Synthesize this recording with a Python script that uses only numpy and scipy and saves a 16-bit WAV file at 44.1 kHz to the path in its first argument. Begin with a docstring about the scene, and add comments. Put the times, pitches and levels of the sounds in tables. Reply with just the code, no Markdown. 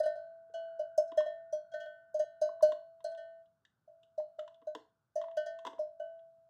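"""Camel bell and cracking bones

A sheet-metal bell on a camel's neck clanks in quick runs: each clapper touch stops the old ring and
starts a new one, a hollow cavity note under buzzing wall modes. The animals crack dry bones, each snap
a knock and a crumble. Outdoors on bare ground, both echo briefly over faint rumble and hiss."""
import sys
import numpy as np
from scipy import signal
from scipy.fft import rfft, irfft
from scipy.io import wavfile

SR = 44100
rng = np.random.default_rng(int(sys.argv[2]) if len(sys.argv) > 2 else 0)


def wav_out(sig):
    """Save sig, one row per channel (or a flat mono array), as 16-bit PCM at SR to the path in sys.argv[1]."""
    wavfile.write(sys.argv[1], SR, np.round(np.clip(np.atleast_2d(sig).T, -1, 1) * 32767).astype(np.int16))


N = 286209

CONTACT_S, REBOUND_S = 0.0098, 0.1
# Clapper touches, plus points (3.42, 4.8, 6.3 s) where the fading hum changes level and decay rate:
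# t/s; level/dB of cavity note, hum, 1.5 kHz mode, side pair, 3 kHz mode, 4 kHz clusters, top clusters;
# lean of the pairs to their upper member/dB; damping/factor on decay rates
BELL_CUES = [(0, -14.5, -37.5, -67, -59, -83.5, -66.5, -49.5, -14, 2.54),
             (0.032, -24, -58, -49, -64, -58, -62.5, -57.5, -3, 1.3),
             (0.056, -21, -35, -48.5, -56, -70, -63.5, -55.5, -12, 0.99),
             (0.155, -37.5, -42, -58.5, -77.5, -85, -76.5, -73.5, -3, 0.66),
             (0.538, -46, -35, -54, -71, -54, -75.5, -63.5, 18, 0.75),
             (0.792, -24, -39, -62, -88.5, -62.5, -78, -63, -9, 1.22),
             (0.977, -13, -32, -58.5, -78, -69.5, -73, -46, 4, 1.55),
             (1.076, -59, -40.5, -65.5, -90.5, -100, -87, -71.5, -4, 1.07),
             (1.173, -15, -53, -52, -44.5, -58.5, -60, -54, -0.5, 1.09),
             (1.259, -28.5, -38.5, -64.5, -53, -74, -69, -71, -5, 0.88),
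             (1.525, -24, -50.5, -65, -71, -100, -74.5, -58, 17, 0.9),
             (1.716, -63, -46, -58, -72, -95, -90.5, -71, 21, .8),
             (1.737, -30, -42, -44, -55.5, -73, -64.5, -63.5, -7, 1.01),
             (1.801, -40, -42.5, -48.5, -54.5, -61.5, -71, -65, -.6, 0.83),
             (1.86, -38.5, -50.5, -49.5, -61, -72.5, -83, -81, 0, 0.76),
             (2.142, -23, -50, -71, -79, -78.5, -76.5, -60.5, 9.5, 1),
             (2.193, -19, -71, -58, -61, -62.5, -71.5, -55, -6, 1.15),
             (2.238, -46.5, -49.5, -63.5, -69, -76.5, -78, -78, -4, 0.72),
             (2.414, -19, -37, -53.5, -79, -66.5, -60, -51, -11.5, 0.88),
             (2.624, -10.5, -49, -48, -69, -56, -59, -45, 12, 1.08),
             (2.686, -23.5, -42.5, -60.5, -76, -67, -70, -67, 9.5, 0.84),
             (3.042, -29, -35, -54.5, -67, -69.5, -57.5, -53, 3.5, 1.23),
             (3.115, -74, -38, -57, -71, -92, -73, -69, .4, 1.5),
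             (3.174, -43.5, -42.5, -56, -62, -67.5, -75, -69.5, -3.5, 0.75),
             (3.42, -85, -57, -79.5, -90, -100, -105, -100, 1, 2.46),
             (3.874, -51, -57, -96, -100, -104, -110, -97, 0.3, 0.79),
             (4.177, -25, -52.5, -92, -91.5, -81.5, -76, -70.5, -1.5, 0.95),
             (4.384, -31.5, -49.5, -93.5, -83, -84.5, -84, -79, -7, 0.91),
             (4.669, -28, -53, -66, -101, -100, -83, -67, -7, 1.09),
             (4.8, -90, -69, -105, -95, -94, -88, -92, .4, 1.6),
             (5.155, -25.5, -35, -91.5, -72, -73, -78, -55, -13, .85),
             (5.369, -21.5, -42, -42.5, -52.5, -52.5, -65.5, -53.5, .4, 1.07),
             (5.461, -34.5, -37.5, -50.5, -55, -66, -69.5, -57.5, -5, 0.98),
             (5.789, -25.5, -48.5, -75.5, -90.5, -90.5, -82.5, -64, 7, 0.78),
             (5.996, -32.5, -39, -56, -100, -63.5, -93, -73.5, -4.5, 0.92),
             (6.3, -88, -59.5, -98.5, -109, -110, -106, -105, .4, 0.43)]


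def bell():
    """The clapper strikes and the neck damps; each cue sets every mode family afresh until the next."""
    out = np.zeros(N)
    mode_count = sum(len(cluster[-1]) for family in MODE_CLUSTERS for cluster in family)
    spots = rng.normal(0, 1, (len(BELL_CUES), mode_count))   # each spot favours other modes
    ends = [cue[0] for cue in BELL_CUES[1:]] + [N / SR]
    last_cue, last_strike = -1, 0
    for cue, end, new_spot in zip(BELL_CUES, ends, spots):
        start, cavity_db, *wall_db, upper_db, top_db, lean_db, damping = cue
        start = round(start * SR) / SR
        if cavity_db > wall_db[0] + 2.5:   # anything lighter leaves the wall swinging in step
            last_strike = start
        if start - last_cue >= REBOUND_S:   # a quick rebound lands on the same spot
            spot = new_spot
        last_cue = start
        t = np.arange(round((end - start + CONTACT_S) * SR)) / SR
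        tilt_db = lean_db * np.array([-0.5, 0.5])
        clank = cavity_note(t, cavity_db, damping)
        clank += wall_ring(t, start - last_strike, wall_db, tilt_db, damping)
        sparkle = upper_ring(t[:round(0.4 * SR)], (upper_db + tilt_db, [top_db] * 2), spot, damping)
        clank[:len(sparkle)] += sparkle
        clank *= 1 - contact_rise(t - (end - start))   # fades out as the next cue comes in
        add(out, start, clank)
        thump = from_db(cavity_db - 44) * np.hanning(round(0.005 * SR))   # the whole bell is pushed
        add(out, start, thump)
    return out + contact_grit()


def contact_grit():
    """The clapper stirs the dense modes of the thin wall: a bright tick and a lower scrape."""
    ticks, scrapes, t = np.zeros(N), np.zeros(N), np.arange(3000) / SR
    for start, _, _, mid_mode_db, *_, top_db, _, _ in BELL_CUES:
        noise = rng.standard_normal(len(t))
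        add(ticks, start, from_db(sharpened(top_db, 0.37) - 17) * noise * decay(t, t60=0.02))
        add(scrapes, start, from_db(mid_mode_db - 18) * noise * decay(t, t60=0.04))
    return band(ticks, 6000, 15300) + band(scrapes, 1500, 4200)


def cavity_note(t, db, damping, hz=610.2, sharp_hz=14, settle_s=0.013):
    """The bell's hollow note rises a little slower than the wall, starts sharp and settles."""
    cycles = hz * t - sharp_hz * settle_s * np.expm1(-t / settle_s)
    envelope = contact_rise(t / 1.1) * decay(t * damping, t60=0.21)
    return from_db(db) * envelope * np.sin(2 * np.pi * cycles)


# Wall modes by family (hum, 1.5 kHz mode, side pair, 3 kHz mode): f/Hz, t60 before damping/s
WALL_MODES = [
    [(661, 0.93)],
    [(1515, 0.5)],
    [(1811, 0.49), (3269, 0.24)],
    [(2964, .37)],
]


def wall_ring(t, since_strike_s, levels_db, tilt_db, damping, lag_rad=1.4):
    """The sheet metal's low modes, their phase running on from the last firm strike."""
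    out, rise = np.zeros(len(t)), contact_rise(t)
    for family, db in zip(WALL_MODES, levels_db):
        for (hz, t60), tilt in zip(family, tilt_db if len(family) > 1 else [0]):
            phase = 2 * np.pi * hz * (t + since_strike_s) - lag_rad
            out += from_db(db + tilt) * rise * decay(t * damping, t60) * np.sin(phase)
    return out


# Upper wall modes, two 4 kHz clusters then two top clusters:
# t60 at the centre before damping/s, centre f/Hz, level against the family/dB, each mode's f/Hz
MODE_CLUSTERS = [
    [(.3, 4030, -1, [3990, 4078]), (.38, 4270, -1, [4219, 4320])],
    [(.13, 5950, -1, [4570, 4680, 4804, 5132, 5295, 5749, 5860, 6053, 6240, 6433]),
     (.09, 8200, -6, [7030, 7117, 7330, 8010, 8210, 8740, 9055, 10080, 10950, 12000, 13600, 14600])],
]


def upper_ring(t, levels_db, spot, damping, spot_spread_db=6):
    """The metallic edge: modes weaken away from their cluster's centre, and higher ones die sooner."""
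    out, spot_db = np.zeros(len(t)), iter(spot_spread_db * spot)
    for family, family_db in zip(MODE_CLUSTERS, levels_db):
        for (t60, centre_hz, offset_db, modes_hz), hit_db in zip(family, family_db):
            for hz in modes_hz:
                ratio = hz / centre_hz
                db = sharpened(hit_db, 0.37 * max(np.log2(hz / 6000), 0))
                db += offset_db + next(spot_db) - 40 * np.log2(ratio) ** 2
                ring = decay(t * damping, t60 / ratio ** 1.5) * np.sin(2 * np.pi * hz * t)
                out += from_db(db) / np.sqrt(len(modes_hz)) * ring
    return out * attack(t, 0.001)   # the clapper stays on the wall for a moment


def roughen(ring, top):
    """The loose clapper buzzes on the wall, the top most; the low ring has a slight, fast level wobble."""
    wall = highpass(ring, 1200)
    wobbles = [band(rng.standard_normal(N), 13, 180, order=1) for _ in range(2)]
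    clapper_buzz, low_wobble = (wobble / np.std(wobble) for wobble in wobbles)
    lows = from_db(0.16 * low_wobble) * (ring - wall)
    mids = from_db(0.49 * clapper_buzz) * (wall - top)
    return lows + mids + from_db(3.5 * clapper_buzz) * top


# Bone snaps: t/s, knock f/Hz, knock level/dB, jaw thud level/dB, crack level/dB
BONE_SNAPS = [(0.498, 474, -54.5, -89.5, -91), (1.117, 980, -51.5, -52, -55),
              (1.121, 1013, -41.5, -57.5, -70.5), (1.205, 1047, -34, -58.5, -48.5),
              (2.49, 1057, -38.5, -59.5, -77), (2.608, 1033, -39.5, -69, -71),
              (2.72, 1052, -35.5, -56.5, -47), (3.004, 1010, -55.5, -79, -67),
              (3.147, 983, -61.5, -91.5, -58.5), (3.457, 1334, -84, -100, -73.5),
              (3.65, 1744, -53.5, -98.5, -56.5), (4.031, 1110, -82, -84.5, -58.5),
              (4.2, 786, -38.5, -80.5, -78.5), (4.392, 1320, -42.5, -74.5, -48.5),
              (4.426, 1260, -57.5, -84, -82), (4.477, 990, -45, -100, -54.5), (4.543, 846, -88, -95, -62.5),
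              (4.616, 1090, -64, -61.5, -70), (4.622, 1050, -54.5, -67, -78), (4.749, 896, -33, -54.5, -43),
              (4.752, 962, -32.5, -40.5, -63.5), (5.214, 1076, -41.5, -67.5, -51.5),
              (5.224, 1030, -57.5, -100, -61), (5.239, 987, -38, -85, -60), (5.283, 940, -42, -84, -65),
              (5.312, 1050, -53, -100, -62), (5.588, 1050, -48.5, -82, -51.5),
              (5.65, 983, -29, -47.5, -45.5), (5.661, 990, -44, -42.5, -49),
              (5.667, 1024, -29.5, -47.5, -41), (5.674, 950, -28, -48, -47.5),
              (5.685, 937, -41.5, -67, -65), (5.73, 1020, -43, -53.5, -60), (5.782, 997, -45, -55, -68),
              (6.191, 850, -79, -90, -71)]
# Bone and jaw resonances (thud, body, crack, treble, splinters): low f/Hz, high f/Hz, crumble time/s
BONE_BANDS = [(256.2, 520, 0.0085), (1340, 2150, .003), (2750, 3720, 0.0044), (4270, 7500, 0.0034),
              (7500, 21000, 0.0015)]


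def bone_snaps():
    """A dry bone breaks: a hollow knock plus a few milliseconds of crumbling through broad resonances."""
    out, t = np.zeros(N), np.arange(3000) / SR
    starts, pitches, knock_db, thud_db, crack_db = np.transpose(BONE_SNAPS)
    knock_shape = attack(t, 0.0006) ** 3 * decay(t, t60=0.024)
    for start, hz, db in zip(starts, pitches, knock_db):
        add(out, start, from_db(db) * knock_shape * np.sin(2 * np.pi * hz * t))
    body_db = crack_db + 0.48 * (knock_db - crack_db) - 4.5
    treble_db = sharpened(crack_db, 0.4) - 13
    splinter_db = sharpened(crack_db, 0.7) - 23
    band_levels = thud_db, body_db, crack_db, treble_db, splinter_db
    for (low_hz, high_hz, crumble_s), levels in zip(BONE_BANDS, band_levels):
        crumbs = np.zeros(N)
        burst = attack(t[:1000], 0.001) * np.exp(-t[:1000] / crumble_s)
        for start, db in zip(starts, levels):
            add(crumbs, start, from_db(db) * rng.standard_normal(len(burst)) * burst)
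        out += band(crumbs, low_hz, high_hz, order=3)
    return out


def scattered_echo(x):
    """Scatter from bodies, legs and scrub: a short noise tail whose treble dies first."""
    t = np.arange(round(0.45 * SR)) / SR
    low, high = rng.standard_normal((2, len(t)))
    tail = band(low, 200, 2000) * np.sqrt(0.1) * decay(t, t60=0.34)
    tail += band(high, 2600, 15000, order=1) * decay(t, t60=0.26)
    tail *= attack(t, 0.0019)
    return signal.fftconvolve(x, tail / np.sqrt(np.sum(tail ** 2)))[:N]


# Fader ride of the breathy hiss: t/s, level/dB
BREATHY_RIDE = [(0, -60.5), (.45, -86), (0.7, -70), (1.5, -79), (2.4, -78.5), (3, -95), (6.49, -99)]


def breathy_hiss():
    """A faint, narrow band of noise near 1.5 kHz that dips, returns and fades away."""
    return fader(BREATHY_RIDE) * band(rng.standard_normal(N), 1420, 1570, order=3)


# Swells of high hiss: t/s, level/dB
HISS_WISPS = [(1.73, -84), (2.12, -89), (2.7, -94.5), (3.1, -94)]


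def high_hiss_wisps():
    """Faint swells of 13-15 kHz hiss, each rising fast and fading."""
    swells, t = np.zeros(N), np.arange(SR) / SR
    for start, db in HISS_WISPS:
        add(swells, start, from_db(db) * attack(t, 0.04) * decay(t, t60=0.7))
    return swells * band(rng.standard_normal(N), 13200, 15400, order=3)


# Tone colour of the outdoor bed: f/Hz, relative level/dB
AIR_SPECTRUM = [(25, -29), (55, -9.5), (120, 5), (200, -3), (300, -10.5), (450, -13), (900, -13.5),
                (1400, -10), (1900, -27.5), (3100, -27.5), (5000, -27), (16000, -35)]
# Fader ride of the bed below 2 kHz: t/s, boost/dB
RUMBLE_RIDE = [(0, 8), (0.358, 3.2), (2.5, 2.5), (3.3, 1.2), (6.49, .1)]


def outdoor_air():
    """A bed of coloured noise: the rumble starts raised and eases down under a steady hiss."""
    hz = np.maximum(np.arange(N // 2 + 1) * SR / N, 1)
    points_hz, points_db = np.transpose(AIR_SPECTRUM)
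    colour = from_db(np.interp(np.log(hz), np.log(points_hz), points_db))
    spectrum = rfft(rng.standard_normal(N)) * colour
    rumble, hiss = irfft(spectrum * (hz < 2000), N), irfft(spectrum * (hz >= 2000), N)
    return from_db(-85) * (fader(RUMBLE_RIDE) * rumble + hiss) / np.std(rumble + hiss)


def from_db(db):
    """Decibels to gain."""
    return 10 ** (np.asarray(db) / 20)


def fader(ride):
    """Gain curve through (t/s, level/dB) points."""
    return from_db(np.interp(np.arange(N) / SR, *np.transpose(ride)))


def sharpened(db, slope, mean_hit_db=-54):
    """Harder hits are brighter: the treble gains an extra slope dB per dB above a mean hit."""
    return db + slope * (db - mean_hit_db)


def contact_rise(t):
    """Smooth rise from 0 to 1 over the clapper's contact time."""
    return np.sin(np.pi / 2 * np.clip(t / CONTACT_S, 0, 1)) ** 2


def attack(t, rise_s):
    """Exponential rise from 0 to 1."""
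    return 1 - np.exp(-t / rise_s)


def decay(t, t60):
    """Fall of 60 dB in t60 seconds."""
    return np.exp(-np.log(1000) * t / t60)


def band(x, low_hz, high_hz, order=2):
    """Band-pass, scaled so that unit white noise keeps an rms near 1."""
    sos = signal.butter(order, [low_hz, high_hz], "band", fs=SR, output="sos")
    return signal.sosfilt(sos, x + 1e-18) * np.sqrt(SR / 2 / (high_hz - low_hz))


def highpass(x, hz):
    """Keep what lies above hz."""
    return signal.sosfilt(signal.butter(4, hz, "high", fs=SR, output="sos"), x)


def add(out, start, sound):
    """Mix a sound in at start seconds."""
    i = round(start * SR)
    out[i:i + len(sound)] += sound[:N - i]


def scene():
    """Bell and bones with their echo, over the quiet background, in mono."""
    ring, snaps = bell(), bone_snaps()
    top = highpass(ring, 4500)
    ring = roughen(ring, top)
    echo_send = snaps + from_db(-15) * ring + from_db(-4) * top
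    near = ring + snaps + from_db(-10) * scattered_echo(echo_send)
    ground_notch = signal.iirnotch(2330, Q=4, fs=SR)   # the bounce off the ground cancels one band
    near = signal.lfilter(*ground_notch, near)
    return (near + breathy_hiss() + high_hiss_wisps() + outdoor_air())[None]


def record(dry):
    """A steep low-pass cuts the very top, 50 dB down from 16.2 kHz."""
    return signal.sosfilt(signal.cheby2(12, 50, 16200, fs=SR, output="sos"), dry)


dry = scene()
out = record(dry)
wav_out(out)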